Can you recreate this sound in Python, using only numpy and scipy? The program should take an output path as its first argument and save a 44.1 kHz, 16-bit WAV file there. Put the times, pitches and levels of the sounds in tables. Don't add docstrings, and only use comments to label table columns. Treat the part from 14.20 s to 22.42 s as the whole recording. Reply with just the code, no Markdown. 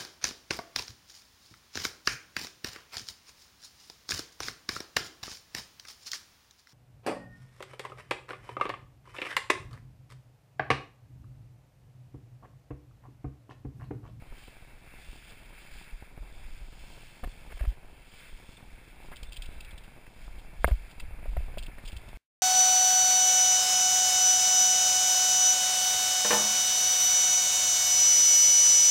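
import sys
import numpy as np
from scipy import signal
from scipy.fft import rfft, irfft
from scipy.io import wavfile
from scipy.ndimage import uniform_filter1d

SR = 44100
rng = np.random.default_rng(int(sys.argv[2]) if len(sys.argv) > 2 else 0)


def amplitude_ratio(level_db):
    exponent = np.asarray(level_db, float) / 20
    return 10 ** exponent


def wav_out(sig):
    wavfile.write(sys.argv[1], SR, np.round(np.clip(np.atleast_2d(sig).T, -1, 1) * 32767).astype(np.int16))


N = 362502
T = np.arange(N) / SR
STOP_S = 7.9722

# f/Hz, width/Hz, level/dB
CASE_BRIGHT = [(2655, 250, -1), (3145, 120, 1), (3480, 240, -2.5), (3944, 140, -3), (4150, 610, -9),
               (4865, 173, -2), (5280, 360, -9)]
# t/s, crackle/dB, tyre hiss/dB
LEAF_LEVELS = [(0, -72, -62.5), (.15, -62.5, -60.5), (.4, -63.5, -60), (.55, -69, -60.5), (.8, -61, -58.5),
               (1.25, -62, -59), (1.62, -59, -56.5), (1.75, -63, -61), (1.98, -68, -62), (2.1, -63, -60),
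               (2.35, -62, -60), (2.5, -65.5, -63.5), (2.7, -59.5, -58), (3.0, -60.5, -60.5),
               (3.5, -56.5, -59), (3.58, -70.5, -64), (3.85, -68, -64), (4.0, -60, -57), (4.2, -61, -61.5),
               (4.5, -67, -62.5), (4.7, -63.5, -61.5), (5.15, -61.5, -58.5), (5.5, -62.5, -59.5),
               (5.75, -67, -61.5), (6.05, -64, -63), (6.3, -68.5, -61.5), (6.45, -58.5, -59.5),
               (6.9, -68.5, -59.5), (7.08, -63, -58.5), (7.4, -67.5, -57), (7.8, -62, -58)]


def level(x, db):
    return x * amplitude_ratio(db) / np.sqrt(np.mean(x ** 2))


def colour(x, points):
    hz, db = np.transpose(points)
    bins = np.fft.rfftfreq(N, 1 / SR) + 1e-3
    gain_db = np.interp(np.log(bins), np.log(hz), db)
    return irfft(rfft(x) * amplitude_ratio(gain_db), N)


def resonate(x, peaks):
    total = 0
    for k, (hz, width, db) in enumerate(peaks):
        b, a = signal.iirpeak(hz, hz / width, SR)
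        total = total + (-1) ** k * amplitude_ratio(db) * signal.lfilter(b, a, x)
    return total


def bright(x, peaks, low_hz=2550):
    high_pass = signal.butter(3, low_hz, "high", fs=SR, output="sos")
    return signal.sosfilt(high_pass, resonate(x, peaks))


def walk(rate):
    k = int(SR / rate)
    held = np.repeat(rng.standard_normal(N // k + 1), k)
    w = uniform_filter1d(uniform_filter1d(held, k), k)[:N]
    return w / w.std()


def grains(per_s, spread_db):
    hit = rng.random(N) < per_s / SR
    extra_db = spread_db * np.minimum(rng.exponential(size=N), 3)
    return hit * rng.standard_normal(N) * amplitude_ratio(extra_db)


def gritty(per_s, spread_db, share_db):
    smooth = level(rng.standard_normal(N), 0)
    return smooth + level(grains(per_s, spread_db), share_db)


def add(out, s, x):
    i = int(s * SR)
    out[i:i + len(x)] += x[:N - i]


def jolts(rise=0.27, fall=0.57):
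    # t/s, peak level/dB, swing f/Hz
    bumps = [(0.115, -36, 26), (0.55, -42, 30), (0.892, -37, 35), (1.7355, -31.5, 31), (2.013, -33, 37.7),
             (2.2575, -32.5, 26.3), (2.328, -34.5, 30), (2.629, -38, 28), (3.0638, -26.5, 35),
             (3.349, -33.5, 31), (3.417, -20.5, 44.6), (3.4805, -17, 45.4), (4.136, -36, 29.5),
             (4.895, -42.5, 25), (5.0295, -36, 40), (5.0864, -35, 36.8), (5.193, -31, 30.3),
             (5.546, -36.5, 38), (6.141, -36, 31.2), (6.399, -30, 34), (6.456, -19.5, 58),
             (6.521, -12.5, 50), (6.7642, -41, 33.6), (6.8866, -35.5, 70), (6.925, -40, 39),
             (7.002, -35.5, 28), (7.087, -24, 39), (7.181, -21.5, 55.3), (7.225, -25.5, 38),
             (7.4018, -29.5, 33), (7.4447, -27.5, 28.6), (7.6606, -33.5, 28.8), (7.733, -36.5, 65),
             (7.7644, -32, 60), (7.8705, -36, 37.4), (7.9465, -33.5, 36)]
    out = np.zeros(N)
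    t = np.arange(-.06 * SR, .16 * SR) / SR
    for s, db, hz in bumps:
        swing = t * hz
        shape = np.where(t < 0, np.exp(-(swing / rise) ** 2), 1 / np.cosh(swing / fall))
        add(out, s + t[0], amplitude_ratio(db) * shape * np.cos(2 * np.pi * swing))
    return out


def knocks(knee_hz=680, thud_db=-14, thud_per_tilt=1.7, thud_s=0.0033):
    # f/Hz, level/dB, time to fall by 60 dB/s
    case_modes = [(494, -18.5, 0.0081), (627, -5.5, 0.021), (713, -3.5, 0.023), (990, -7.5, 0.015),
                  (1250, 3, 0.0054), (1694, 6, 0.0063), (2090, -1, 0.016), (2633, -17, 0.045)]
    # t/s, peak level of the blow/dB, brightness/(dB per octave),
    # scraping level against the blow/dB, scraping time (strongest halfway)/s
    hits = [(3.032, -38, -12.5, -1.5, 0.0027), (3.036, -36.5, -7.5, 3, 0.0062),
            (3.042, -38.5, -3.5, 6.5, .0055), (3.303, -45.5, 5, 2.5, 0.016), (3.318, -46, 1, 4, .01),
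            (3.372, -44, -2, 1, .008), (3.392, -46, 17, 6, 0.013), (3.407, -41, -4, 6.5, .006),
            (3.425, -49, 4, 4.5, .008), (3.439, -39, -8, 3.5, 0.0046), (3.449, -45, -1.5, 9, 0.0084),
            (4.914, -49.5, 10, 10, 0.027), (5.864, -50.5, 28.5, 6.5, 0.0061),
            (6.4442, -5.5, 1, -14.5, .006), (6.4789, -22.5, -6, -5, 0.013), (6.497, -40, 1, 3, 0.0071),
            (6.51, -39, -5, 4, 0.0098), (6.8, -37, 32, -2, .006), (7.056, -40, -7, 5.5, 0.0044),
            (7.1674, -30, -6, -2.5, .006), (7.205, -42, -11, -12, 0.0037), (7.341, -44.5, -5, -2.5, .006),
            (7.3727, -32.5, -8.5, 0.5, 0.0081), (7.581, -45.5, 2, 5, 0.0091)]
    even_contact_ms, halving_db = 0.38, 13.5
    out = np.zeros(N)
    t = np.arange(int(.1 * SR)) / SR
    grits = rng.standard_normal((len(hits), len(t)))
    for (s, db, tilt_db, scrape_db, scrape_s), grit in zip(hits, grits):
        ring = np.zeros(len(t))
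        for hz, mode_db, t60 in case_modes:
            mode_amp = amplitude_ratio(mode_db + tilt_db * np.log2(max(hz, knee_hz) / 1000))
            ring += mode_amp * np.exp(-np.log(1000) * t / t60) * np.sin(2 * np.pi * hz * t)
        contact_ms = even_contact_ms * 2 ** (-tilt_db / halving_db)
        push = np.sin(2 * np.pi * np.clip(500 * t / contact_ms, 0, 1))
        blow = signal.fftconvolve(push, ring)[:len(t)]
        thud = amplitude_ratio(thud_db - thud_per_tilt * tilt_db) * t / thud_s * np.exp(1 - t / thud_s)
        age = 2 * t / max(scrape_s, .001)
        scrape = signal.fftconvolve(grit * age * np.exp(-age ** 2 / 2), ring)[:len(t)]
        ringing = blow / np.abs(blow).max() + amplitude_ratio(scrape_db) * scrape / np.abs(scrape).max()
        add(out, s, amplitude_ratio(db) * (ringing - thud))
    return out


def rattles(bounce_s=0.0052, click_s=0.0017, rise_s=0.0011, soft_hz=4200, tail_db=-20, tail_s=0.018):
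    # t/s, rms level over 80 ms/dB, length/s
    trains = [(0.178, -69, 0.0084), (1.092, -64.5, 0.012), (2.18, -71, .004), (4.958, -60.5, 0.0032),
              (4.966, -58, 0.0041), (5.029, -55.5, 0.0068), (5.121, -53.5, 0.022), (5.16, -60, 0.0054),
              (5.166, -53, 0.0079), (5.219, -52, 0.0049), (5.233, -64, 0.011), (5.257, -59, 0.0052),
              (5.404, -54.5, 0.0059), (5.447, -60.5, 0.0038), (5.507, -61.5, 0.013), (5.577, -60, 0.0068),
              (5.634, -64.5, 0.015), (6.183, -64.5, 0.018), (6.471, -54.5, 0.0036), (6.71, -64, 0.0058),
              (6.797, -54, 0.0042), (7.3814, -50.5, 0.011), (7.425, -58, 0.0036), (7.432, -58, 0.0066),
              (7.461, -57, 0.0086), (7.65, -56.5, 0.019), (7.675, -53, 0.019), (7.718, -59, 0.012),
              (7.764, -56, 0.0096), (7.886, -63.5, 0.007)]
    out = np.zeros(N)
    t = np.arange(int(.08 * SR)) / SR
    soft = signal.butter(2, soft_hz, fs=SR, output="sos")
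    grits = rng.standard_normal((len(trains), len(t)))
    sways = rng.standard_normal((len(trains), 16))
    for (s, db, length), grit, sway in zip(trains, grits, sways):
        starts = np.cumsum(np.r_[0, bounce_s * np.exp(.3 * sway)])
        since = np.clip(t - starts[:, None], 0, None)
        puffs = np.exp(-since / click_s) * (1 - np.exp(-since / rise_s))
        fading = np.exp(-(starts / max(length, .001)) ** 4)
        force = fading @ puffs + amplitude_ratio(tail_db) * np.exp(-t / tail_s)
        clicks = bright(signal.sosfilt(soft, grit * force), CASE_BRIGHT)
        add(out, s, level(clicks, db))
    return out


def squeaks(waver=0.014):
    # t of the middle/s, peak level/dB, pitch f/Hz, length/s
    tones = [(4.372, -47.5, 3540, 0.0047), (4.919, -60, 3550, 0.0065), (5.072, -53, 3530, 0.0057),
             (5.093, -52, 3530, 0.007)]
    out = np.zeros(N)
    for s, db, hz, length in tones:
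        age = (T - s) / length
        cycles = hz * (T - s) * (1 - waver * np.clip(age, -3, 3))
        out += amplitude_ratio(db) * np.exp(-2 * age ** 2) * np.sin(2 * np.pi * cycles)
    return out


def leaf_crackle(slow_db=1.3):
    s, crackle_db, _ = np.transpose(LEAF_LEVELS)
    grit = gritty(600, 2.0, -5.0)
    crackle = np.zeros(N)
    for k, peak in enumerate(CASE_BRIGHT):
        crackle += (-1) ** k * bright(grit, [peak]) * amplitude_ratio(slow_db * walk(3.01))
    return level(crackle, 0) * amplitude_ratio(np.interp(T, s, crackle_db) + 1.9 * walk(15))


def tyre_hiss():
    # f/Hz, relative level per Hz/dB
    hiss_colour = [(600, -31), (1100, -15), (1400, -6.5), (1700, -4.5), (1900, -7.5), (2290, 0.5),
                   (2500, -5), (2680, -2), (2900, -28.5), (3800, -49)]
    s, _, hiss_db = np.transpose(LEAF_LEVELS)
    hiss = level(colour(gritty(900, 2.2, -5), hiss_colour), 0)
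    return hiss * amplitude_ratio(np.interp(T, s, hiss_db) + 1.3 * walk(24))


def ground_shake_db():
    # t/s, level/dB
    ground = [(0.0, -49.5), (0.28, -54.5), (0.67, -51), (1.02, -53.5), (1.97, -49), (2.17, -44.5),
              (2.74, -47), (3.45, -42.5), (3.67, -51.5), (4.36, -53), (5.26, -41.5), (5.82, -48.5),
              (6.86, -39), (7.1, -36.5), (7.32, -39), (7.8, -43)]
    return np.interp(T, *np.transpose(ground))


def shake(shake_db):
    # f/Hz, relative level per Hz/dB
    shake_colour = [(4.7, -43.5), (8.0, 2.5), (28, -3), (47, -6), (81, -22), (123, -34), (200, -40),
                    (260, -74.5), (440, -120)]
    rumble = level(colour(rng.standard_normal(N), shake_colour), 0)
    return rumble * amplitude_ratio(shake_db + 3.5 * walk(9))


def patter(shake_db, calm_db=-55, calm_patter_db=-62, gain_per_db=0.266):
    # f/Hz, relative level per Hz/dB
    patter_colour = [(60, -34.5), (100, 2.5), (184, -3), (424, -8.5), (706, -7), (950, -8.5), (1150, -16),
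                     (1700, -24.5), (3000, -61.5)]
    patter_db = calm_patter_db + gain_per_db * (shake_db - calm_db)
    drumming = level(colour(gritty(120, 3.3, -1.7), patter_colour), 0)
    return drumming * amplitude_ratio(patter_db + 1.6 * walk(30))


def supply(step_db=-51, second_db=-54, scatter_db=4.5, slip_s=.0015, rise_s=0.00059, fall_s=0.0028,
           dip_db=-61, dip_width=0.078, fizz_db=-12, fizz_s=0.0055, fizz_hz=1000):
    # t/s, peak level/dB
    strong_steps = [(0.023, -41), (0.1224, -45.5), (0.2813, -41.5), (0.424, -43), (.931, -42), (1.824, -41),
                    (1.977, -37.5), (2.282, -46.5), (2.526, -42.5), (2.7767, -43.5), (3.0742, -37),
                    (3.2747, -43.5), (3.5255, -42), (4.291, -38), (4.4274, -41), (4.8864, -42),
                    (5.0277, -40), (5.29, -39), (5.5296, -40.5), (5.6794, -43), (5.8783, -42),
                    (6.0792, -37.5), (6.182, -40), (7.029, -37.5), (7.1304, -42.5), (7.2817, -40),
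                    (7.483, -35), (7.5323, -42), (7.584, -39.5), (7.6386, -38), (7.7297, -37.5),
                    (7.8815, -42.5)]
    frame_hz = 60000 / 1001
    busy_s, second_s, dip_s = .0237, .0083, .0122
    kicks = np.zeros(N)
    regular = np.arange(busy_s, STOP_S, 3 / frame_hz)
    for late_s, db in ((0, step_db), (second_s, second_db)):
        size, slip = np.clip(rng.standard_normal((len(regular), 2)), -2, 2).T
        places = ((regular + late_s + slip_s * slip) * SR).astype(int)
        kicks[places] += amplitude_ratio(db + scatter_db * size)
    s, db = np.transpose(strong_steps)
    kicks[(s * SR).astype(int)] += amplitude_ratio(db)
    t = np.arange(int(.03 * SR)) / SR
    step = np.exp(-t / fall_s) * (1 - np.exp(-t / rise_s))
    steps = signal.fftconvolve(kicks, step / step.max())[:N]
    low_pass = signal.butter(2, fizz_hz, fs=SR, output="sos")
    dull = signal.sosfilt(low_pass, rng.standard_normal(N))
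    fizz = level(dull, fizz_db) * signal.fftconvolve(kicks, np.exp(-t / fizz_s))[:N]
    from_dip = ((T - dip_s) * frame_hz + .5) % 1 - .5
    dips = amplitude_ratio(dip_db) * np.exp(-np.abs(from_dip) / dip_width)
    return steps + fizz - dips


def own_noise():
    return level(rng.standard_normal(N), -63.5)


def scene():
    shake_db = ground_shake_db()
    impacts = jolts() + knocks() + rattles() + squeaks()
    riding = leaf_crackle() + tyre_hiss() + shake(shake_db) + patter(shake_db)
    mix = impacts + riding + supply() + own_noise()
    return mix[None]


def roll_off(x):
    return signal.sosfilt(signal.butter(12, 16600, fs=SR, output="sos"), x)


def record(dry, edge_hz=5500, top_hz=15300):
    rounded = signal.sosfilt(signal.butter(4, edge_hz, fs=SR, output="sos"), dry)
    slow = signal.resample_poly(rounded, 40, 147, axis=1)
    held = signal.resample_poly(np.repeat(slow, 4, axis=1), 147, 160, axis=1)[:, :N]
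    after = np.clip(T - STOP_S, 0, None)
    hiss_colour = [(100, -3), (700, -12), (2300, -8), (5000, -15), (15000, -22)]  # f/Hz, relative level/dB
    faint = level(colour(rng.standard_normal(N), hiss_colour), -78)
    fading = np.exp(-after / 0.035) * faint
    stopped = np.where(T < STOP_S, held - held.mean(), fading)
    top_edge = signal.ellip(10, .2, 60, top_hz, fs=SR, output="sos")
    finished = signal.sosfilt(top_edge, stopped)
    return roll_off(finished)


dry = scene()
out = record(dry)
wav_out(out)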